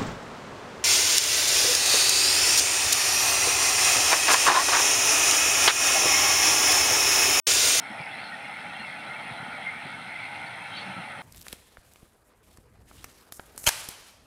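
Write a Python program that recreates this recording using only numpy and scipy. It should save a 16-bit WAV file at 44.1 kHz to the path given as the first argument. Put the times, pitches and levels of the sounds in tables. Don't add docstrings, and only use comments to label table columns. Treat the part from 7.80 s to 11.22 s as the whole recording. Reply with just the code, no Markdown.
import sys
import numpy as np
from scipy import signal
from scipy.fft import rfft, irfft
from scipy.io import wavfile
from scipy.ndimage import uniform_filter1d

SR = 44100
rng = np.random.default_rng(int(sys.argv[2]) if len(sys.argv) > 2 else 0)


def dump(signal):
    limited = np.clip(np.atleast_2d(signal).T, -1, 1)
    pcm = np.round(limited * 32767).astype(np.int16)
    wavfile.write(sys.argv[1], SR, pcm)


N = 150822

# (frequency [Hz], relative level [dB per Hz])
DIN_COLOUR = [(180, -44), (300, -19), (400, -21.5), (488, -17), (773, -1), (850, 0.5), (950, -5.5),
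              (1100, -15.5), (1360, -4), (1440, -2.5), (1690, -10.5), (2130, -1.5), (2340, -6.5),
              (2470, -12.5), (2680, -10), (2910, -18), (3330, -12.5), (3810, -19), (4140, -15.5),
              (4730, -29), (5420, -26), (5720, -32), (6290, -30.5), (6730, -39), (7600, -38), (9880, -49),
              (16700, -120)]
DIN_DB = -39.5
# (time [s], level [dB], extra shrill level [dB], extra treble level [dB])
EXCITEMENT = [(0, 2, 0, -1), (.3, 0, -0.5, -1), (.6, 0, 0, 1), (.9, 0, 1.5, 0.5), (1.17, -0.5, -1.5, 0),
              (1.4, 0.5, -0.5, -0.5), (1.7, -0.5, 1.5, 0.5), (1.95, 0, 3.5, -0.5), (2.2, -1, -2.5, 1),
              (2.4, -0.5, 6, 1), (2.6, -0.5, 2.5, 1.5), (2.8, -0.5, 0, 1), (3.0, 1.5, -2.5, 3),
              (3.2, 0, -1, 0), (3.42, -0.5, -3.5, -1)]
SHRILL_HZ, SHRILL_WIDTH_HZ, TREBLE_HZ = 2180, 280, 2900
THROAT_SCALES = [.94, 1.0, 1.06]
THROAT_EDGES = [180, 1100, 1700, 2900, 4700]
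GRUNT_LOW_HZ, GRUNT_HIGH_HZ = 35.015, 130
GRUNT_MEAN_S, GRUNT_SPREAD_DB = .12, 2
GRUNT_SHARE = .66
BLUR_T60_S, BLUR_DB = .15, -3

# (pitch [Hz], pitch wander [Hz], strokes [per s], first stroke [s], stroke share [0-1],
# upward glide [Hz], left level before drift [dB], right level before drift [dB], likeness [0-1],
# left lead [rad])
BUZZERS = [(8700, 170, 58.3, .004, .8, 500, -68, -73, .95, -1.3),
           (9620, 50, 62.4, -.002, .7, 350, -65, -67.5, .97, -1.0),
           (9830, 70, 70.4, -.001, .65, 400, -65, -68, .97, -.9),
           (10680, 40, 63.5, -.0016, .6, 150, -72, -76.5, .97, -.8)]
# (time [s], then one change for each of the four insects [dB])
BUZZ_DRIFT = [(0, 0, -4, 1, 1), (.5, 0, -4, 0, 0), (1.0, 0, -1.5, -2.5, -3), (1.5, 0, 0, 1, 0),
              (2.0, 0, 0, -10, -1), (2.35, 0, 1, -5, -11), (2.6, 0, -0.5, 0, 3), (3.0, 0, 3.5, -18, 2),
              (3.42, 0, 2, -6, 5)]
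HIGH_BUZZER_RISE_HZ = 229
BUZZ_REST = .05
WEAK_STROKE_DB = -4.5
# (frequency [Hz], relative level [dB per Hz])
CHORUS_COLOUR = [(6900, -24), (7600, -11), (8850, -1.5), (9300, -2.5), (10100, -12), (11200, -30)]
CHORUS_LEFT_DB, CHORUS_RIGHT_DB = -62, -64.5
CHORUS_SAME, CHORUS_LEAD_RAD = .93, -1.2
# (pitch [Hz], pitch wander [Hz], chirps [per s], level before chirp shape [dB],
# level change [dB per s])
CRICKETS = [(5390, 12, 9.3, -66, -11), (5280, 25.3, 11.5, -68.5, -5.5)]

# (frequency [Hz], relative level [dB per Hz])
RUMBLE_COLOUR = [(12, -75), (20, -42.5), (49, -13), (63, -17), (84, -10.5), (161, -2), (193, 1),
                 (312, -5.5), (400, -18.5), (450, -9.5), (580, -37), (990, -120)]
RUMBLE_DB = -52
RUMBLE_GROWTH_DB_PER_S = 2
# (middle [s], length [s], pitch [Hz], level before bass cut [dB])
BUMPS = [(0.114, .045, 222, -45.5), (.205, .04, 165, -45), (1.009, .03, 220, -46.5),
         (1.516, .035, 130, -45.5), (1.604, .022, 150, -51), (1.63, .03, 155, -44.5),
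         (1.687, .03, 214, -46.5), (1.742, .025, 250, -53), (2.056, .035, 135, -45),
         (2.064, .025, 270, -50), (2.143, .022, 135, -51), (3.09, .12, 192, -47.5), (3.185, .1, 180, -46)]
BUMP_WIDTH_HZ, BUMP_NOISE = 150, .45

# (start [s], length [s], first pitch [Hz], middle pitch [Hz], last pitch [Hz], level [dB])
PEEPS = [(.175, .09, 2480, 2320, 2137, -43.5), (.284, 0.034, 2660, 2660, 2630, -47),
         (.306, 0.036, 3240, 3370, 3600, -48.5), (.332, 0.036, 2010, 2000, 1880, -41.5),
         (.33, .095, 3980, 4060, 4500, -53), (.425, .09, 4550, 4200, 4330, -49),
         (0.517, 0.043, 1950, 1870, 1800, -37.5), (.635, .05, 3400, 3420, 3440, -54),
         (1.495, .04, 3900, 3865, 3830, -55), (0.887, .049, 2650, 2640, 2540, -50),
         (0.987, 0.099, 2830, 2730, 2650, -46.5), (.983, 0.065, 4230, 4130, 4280, -49),
         (1.035, 0.094, 2250, 2120, 2150, -43), (1.12, 0.039, 2246, 2180, 2080, -45),
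         (1.205, 0.04, 2250, 2260, 2200, -45), (1.266, .028, 3880, 3980, 4030, -50),
         (1.285, 0.059, 1397, 1400, 1400, -43.5), (1.3, 0.047, 2090, 2104, 2150, -41.5),
         (1.335, .03, 2710, 2630, 2620, -48), (1.353, .025, 2320, 2310, 2300, -43.5),
         (1.467, 0.037, 3480, 3400, 3280, -53.5), (1.555, 0.067, 3880, 4010, 3970, -51),
         (1.678, 0.066, 1415, 1418, 1380, -44.5), (1.721, 0.073, 2336, 2305, 2140, -44),
         (1.86, 0.048, 2153, 2114, 2103, -31.5), (1.944, .064, 2335, 2315, 2320, -44),
         (2.086, 0.053, 1408, 1402, 1440, -45.5), (2.112, 0.058, 2255, 2180, 2140, -42),
         (2.182, 0.044, 1345, 1330, 1325, -45.5), (2.3, 0.086, 2134, 2117, 2050, -42.5),
         (2.375, 0.048, 2334, 2280, 2260, -43), (2.417, 0.07, 2146, 2120, 2050, -42),
         (2.66, 0.031, 4390, 4425, 4530, -54), (2.84, .03, 2220, 2230, 2194, -45),
         (2.913, 0.074, 3200, 3110, 3120, -46), (2.93, .05, 3780, 3880, 4020, -47.5),
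         (2.96, 0.04, 4340, 4430, 4440, -45.5), (3.007, .035, 4250, 4380, 4450, -52),
         (3.062, 0.47, 544, 555, 562, -60)]
PEEP_ROUGH, PEEP_WOBBLE = .3, .006
# (pitch [Hz], pitch spread [Hz], relative level [dB])
CHICKS = [(1400, 70, -3), (2120, 150, .5), (2673, 100, -8), (3240, 200, -10), (4100, 200, -16)]
FAR_PEEPS_DB, FAR_SPREAD_DB = -51, 1.5
FAR_PEEP_MEAN_S, FAR_BEND = .0401, .0344
# (time [s], level before fade-in and decay [dB])
TICKS = [(.158, -50), (.19, -45), (.213, -38.5), (.236, -40.5), (.259, -41), (.685, -48.5)]
TICK_HZ, TICK_T60_S = 4870, .0112
# (frequency [Hz], relative level [dB per Hz])
SQUAWK_COLOUR = [(180, -42), (300, -11), (557, -27), (697, -15), (785, -20), (1350, -2), (1730, -12),
                 (2030, 1), (2600, -3), (3300, -4), (4400, -5), (4900, -24), (7000, -47), (15400, -120)]
SQUAWK_AT_S, SQUAWK_S, SQUAWK_FADE_IN_S = 2.945, .1, .02
SQUAWK_DB, SQUAWK_START_HZ = -41, 330
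SQUAWK_BREATH = .65

# (frequency [Hz], relative level [dB per Hz])
HISS_COLOUR = [(5000, -7), (11500, 0), (17000, -5)]
HISS_DB, HISS_SAME = -71.5, .47
PORT_HZ = 7700
TOP_EDGE_HZ = 15720


def amp(db):
    return 10 ** (np.asarray(db) / 20)


def evened(x):
    return x / np.sqrt(np.mean(abs(x) ** 2) + 1e-20)


def read(points, hz):
    table_hz, value = np.transpose(points)
    return np.interp(np.log(hz + 1), np.log(table_hz + 1), value)


def add(mix, start_s, sound):
    part = mix[max(round(start_s * SR), 0):][:len(sound)]
    part += sound[:len(part)]


def wander(count, size):
    return evened(signal.oaconvolve(rng.standard_normal(count), np.hanning(size), "same"))


def resonate(x, hz, width):
    turn = np.exp(2j * np.pi * np.cumsum(hz * np.ones(x.shape[-1])) / SR)
    ring = np.exp(-np.pi * width / SR)
    return 2 * (turn * signal.lfilter([1 - ring], [1, -ring], x / turn)).real


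def coloured(x, points, stretch=0.99):
    hz = np.fft.rfftfreq(x.shape[-1], 1 / SR) / stretch
    inside = (hz > points[0][0]) & (hz < points[-1][0])
    return irfft(rfft(x) * amp(read(points, hz)) * inside, x.shape[-1])


def partly_alike(a, b, same):
    return same * a + np.sqrt(1 - same ** 2) * b


def blur(x):
    t = np.arange(SR // 2) / SR
    tail = rng.standard_normal(len(t)) * amp(-60 * t / BLUR_T60_S)
    return x + amp(BLUR_DB) * signal.oaconvolve(x, tail / np.linalg.norm(tail))[:N]


def grunts(count):
    out = np.zeros(N)
    for when, pitch, long, loud in zip(*rng.random((count, 3)).T, rng.standard_normal(count)):
        t = np.arange(0, GRUNT_MEAN_S * (.5 + long), 1 / SR)
        start_hz = GRUNT_LOW_HZ * (GRUNT_HIGH_HZ / GRUNT_LOW_HZ) ** pitch
        hz = start_hz * (1 + .08 * np.sin(np.pi * t / t[-1]))
        pulses = np.diff(np.floor(np.cumsum(hz) / SR), prepend=0)
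        pulses = pulses * (1 + 0.12 * rng.standard_normal(len(t)))
        add(out, when * N / SR, pulses * np.hanning(len(t)) ** .5 * amp(GRUNT_SPREAD_DB * loud))
    return out


def voices(scale):
    hz = np.fft.rfftfreq(N, 1 / SR) / scale
    spectrum = 0
    for low, high in zip(THROAT_EDGES, THROAT_EDGES[1:]):
        spectrum = spectrum + rfft(grunts(count=42)) * (hz >= low) * (hz < high)
    return coloured(irfft(spectrum, N), DIN_COLOUR, scale)


def din():
    near = sum(voices(scale) for scale in THROAT_SCALES)
    far = coloured(rng.standard_normal(N), DIN_COLOUR)
    colony = partly_alike(evened(blur(near)), evened(far), GRUNT_SHARE)
    hz, t, spectrum = signal.stft(colony, SR, nperseg=512, noverlap=384)
    hz = hz[:, None]
    times, *curves = np.transpose(EXCITEMENT)
    level, shrill, treble = (np.interp(t, times, curve) for curve in curves)
    shrill_band = np.exp(-((hz - SHRILL_HZ) / SHRILL_WIDTH_HZ) ** 2)
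    treble_band = 1 / (1 + (TREBLE_HZ / (hz + 1)) ** 8)
    patches = uniform_filter1d(rng.standard_normal(spectrum.shape), 5, 0)
    patches = evened(uniform_filter1d(patches, 16, 1))
    db = level + shrill_band * shrill + treble_band * treble + 0.86 * patches
    return amp(DIN_DB) * signal.istft(spectrum * amp(db), SR, nperseg=512, noverlap=384)[1][:N]


def unsteady_tone(hz, width):
    turns = np.cumsum(hz + width * wander(N, size=250)) / SR
    return np.exp(2j * np.pi * turns) * (1 + 0.13 * wander(N, size=600))


def buzzing_insects():
    t, out = np.arange(N) / SR, np.zeros((2, N))
    times, *drift = np.transpose(BUZZ_DRIFT)
    for k, (hz, width, rate, first, duty, glide, left_db, right_db, same, lead) in enumerate(BUZZERS):
        strokes = (t - first) * rate
        u = np.minimum(strokes % 1 / duty, 1)
        hz = hz + glide * (u - .5)
        if k == 3:
            hz = hz + HIGH_BUZZER_RISE_HZ * (t / t[-1] - .5)
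        a, b = unsteady_tone(hz, width), unsteady_tone(hz, width)
        pair = np.array([a * np.exp(1j * lead), partly_alike(a, b, same)]).real
        weak = amp((k == 2) * WEAK_STROKE_DB * (np.floor(strokes) % 2))
        beats = BUZZ_REST + weak * np.sin(np.pi * u) ** 2
        level_db = np.array([[left_db], [right_db]]) + np.interp(t, times, drift[k])
        out += evened(pair * beats) * amp(level_db)
    return out


def insect_chorus():
    a, b = evened(coloured(rng.standard_normal((2, N)), CHORUS_COLOUR))
    left = irfft(rfft(a) * np.exp(1j * CHORUS_LEAD_RAD), N)
    right = partly_alike(a, b, CHORUS_SAME)
    return np.array([amp(CHORUS_LEFT_DB) * left, amp(CHORUS_RIGHT_DB) * right])


def crickets():
    t, out = np.arange(N) / SR, np.zeros(N)
    for hz, width, rate, db, fade in CRICKETS:
        chirp = np.maximum(np.sin(2 * np.pi * rate * t) + 0.95, 0)
        turns = np.cumsum(hz + width * wander(N, size=800)) / SR
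        out += amp(db + fade * t) * chirp * np.sin(2 * np.pi * turns)
    return out


def bass_cut(x):
    return signal.sosfilt(signal.butter(4, 65, "high", fs=SR, output="sos"), x)


def rumble():
    noise = evened(coloured(rng.standard_normal(N), RUMBLE_COLOUR))
    deep = resonate(resonate(noise, 118, 68), 118, 68)
    growth = amp(RUMBLE_GROWTH_DB_PER_S * np.arange(N) / SR) - 1
    lumps = amp(RUMBLE_DB + 1.0 * wander(N, size=4000))
    return bass_cut(lumps * (noise + deep * growth))


def peep(length, first_hz, middle_hz, last_hz, level_db):
    u = np.linspace(0, 1, int(length * SR))
    wobble, husk = wander(len(u), size=200), wander(len(u), size=200)
    hz = uniform_filter1d(np.interp(u, [0, .4, 1], [first_hz, middle_hz, last_hz]), 200)
    turns = np.cumsum(hz * (1 + PEEP_WOBBLE * wobble)) / SR
    fades = np.minimum(np.minimum(u / 0.2, (1 - u) / 0.36), 1)
    shape = np.sin(np.pi / 2 * fades) ** 2
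    return amp(level_db) * np.sqrt(2) * shape * (1 + PEEP_ROUGH * husk) * np.sin(2 * np.pi * turns)


def chicks(count):
    clear, crowd = np.zeros((2, N))
    for start, *row in PEEPS:
        add(clear, start, peep(*row))
    draws = zip(*rng.random((count, 2)).T, rng.standard_normal((count, 4)))
    for k, (when, long, (off, before, after, loud)) in enumerate(draws):
        hz, spread, db = CHICKS[k % len(CHICKS)]
        hz = hz + spread * off
        first_hz, last_hz = hz * (1 + FAR_BEND * before), hz * (1 + FAR_BEND * (after - .5))
        level_db = FAR_PEEPS_DB + db + FAR_SPREAD_DB * np.clip(loud, -2, 1.5)
        add(crowd, when * N / SR, peep(FAR_PEEP_MEAN_S * (.5 + long), first_hz, hz, last_hz, level_db))
    return clear + blur(crowd) + amp(-17.0) * (blur(clear) - clear)


def wind_bumps():
    out = np.zeros(N)
    for middle, length, hz, db in BUMPS:
        t = np.arange(int(length * SR)) / SR
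        puff = resonate(rng.standard_normal(len(t)), hz, BUMP_WIDTH_HZ)
        puff = evened(resonate(puff, hz, BUMP_WIDTH_HZ))
        tone = np.cos(2 * np.pi * hz * (t - length / 2))
        bump = (tone + BUMP_NOISE * puff) * np.hanning(len(t)) ** 1.37
        add(out, middle - length / 2, amp(db) * evened(bump))
    return bass_cut(out)


def bill_ticks():
    out, t = np.zeros(N), np.arange(800) / SR
    for start, db in TICKS:
        fade_in = np.minimum(t / 0.00057, 1)
        add(out, start, amp(db - 60 * t / TICK_T60_S) * fade_in * np.sin(2 * np.pi * TICK_HZ * t))
    return out


def squawk():
    out, t = np.zeros(N), np.arange(0, SQUAWK_S, 1 / SR)
    hz = SQUAWK_START_HZ * (1 + 0.086 * t / SQUAWK_S + 0.035 * wander(len(t), size=300))
    pulses = evened(np.diff(np.floor(np.cumsum(hz) / SR), prepend=0))
    drive = (1 - SQUAWK_BREATH) * pulses + SQUAWK_BREATH * rng.standard_normal(len(t))
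    shape = np.minimum(t / SQUAWK_FADE_IN_S, 1) * np.minimum((SQUAWK_S - t) / 0.04, 1)
    add(out, SQUAWK_AT_S, amp(SQUAWK_DB) * shape * evened(coloured(drive, SQUAWK_COLOUR)))
    return out


def scene():
    central = din() + crickets() + rumble() + chicks(count=350) + wind_bumps() + bill_ticks() + squawk()
    return central + buzzing_insects() + insect_chorus()


def record(dry):
    a, b = rng.standard_normal((2, N))
    hiss = evened(coloured(np.array([a, partly_alike(a, b, HISS_SAME)]), HISS_COLOUR))
    x = dry + amp(HISS_DB) * hiss
    treble_only = signal.firwin(511, PORT_HZ, pass_zero=False, window=("kaiser", 8), fs=SR)
    side = signal.oaconvolve((x[0] - x[1]) / 2, treble_only, "same")
    x = x.mean(0) + np.array([side, -side])
    top_limit = signal.firwin(1023, TOP_EDGE_HZ, window=("kaiser", 9), fs=SR)
    return signal.oaconvolve(x, top_limit[None], "same")


dry = scene()
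out = record(dry)
dump(out)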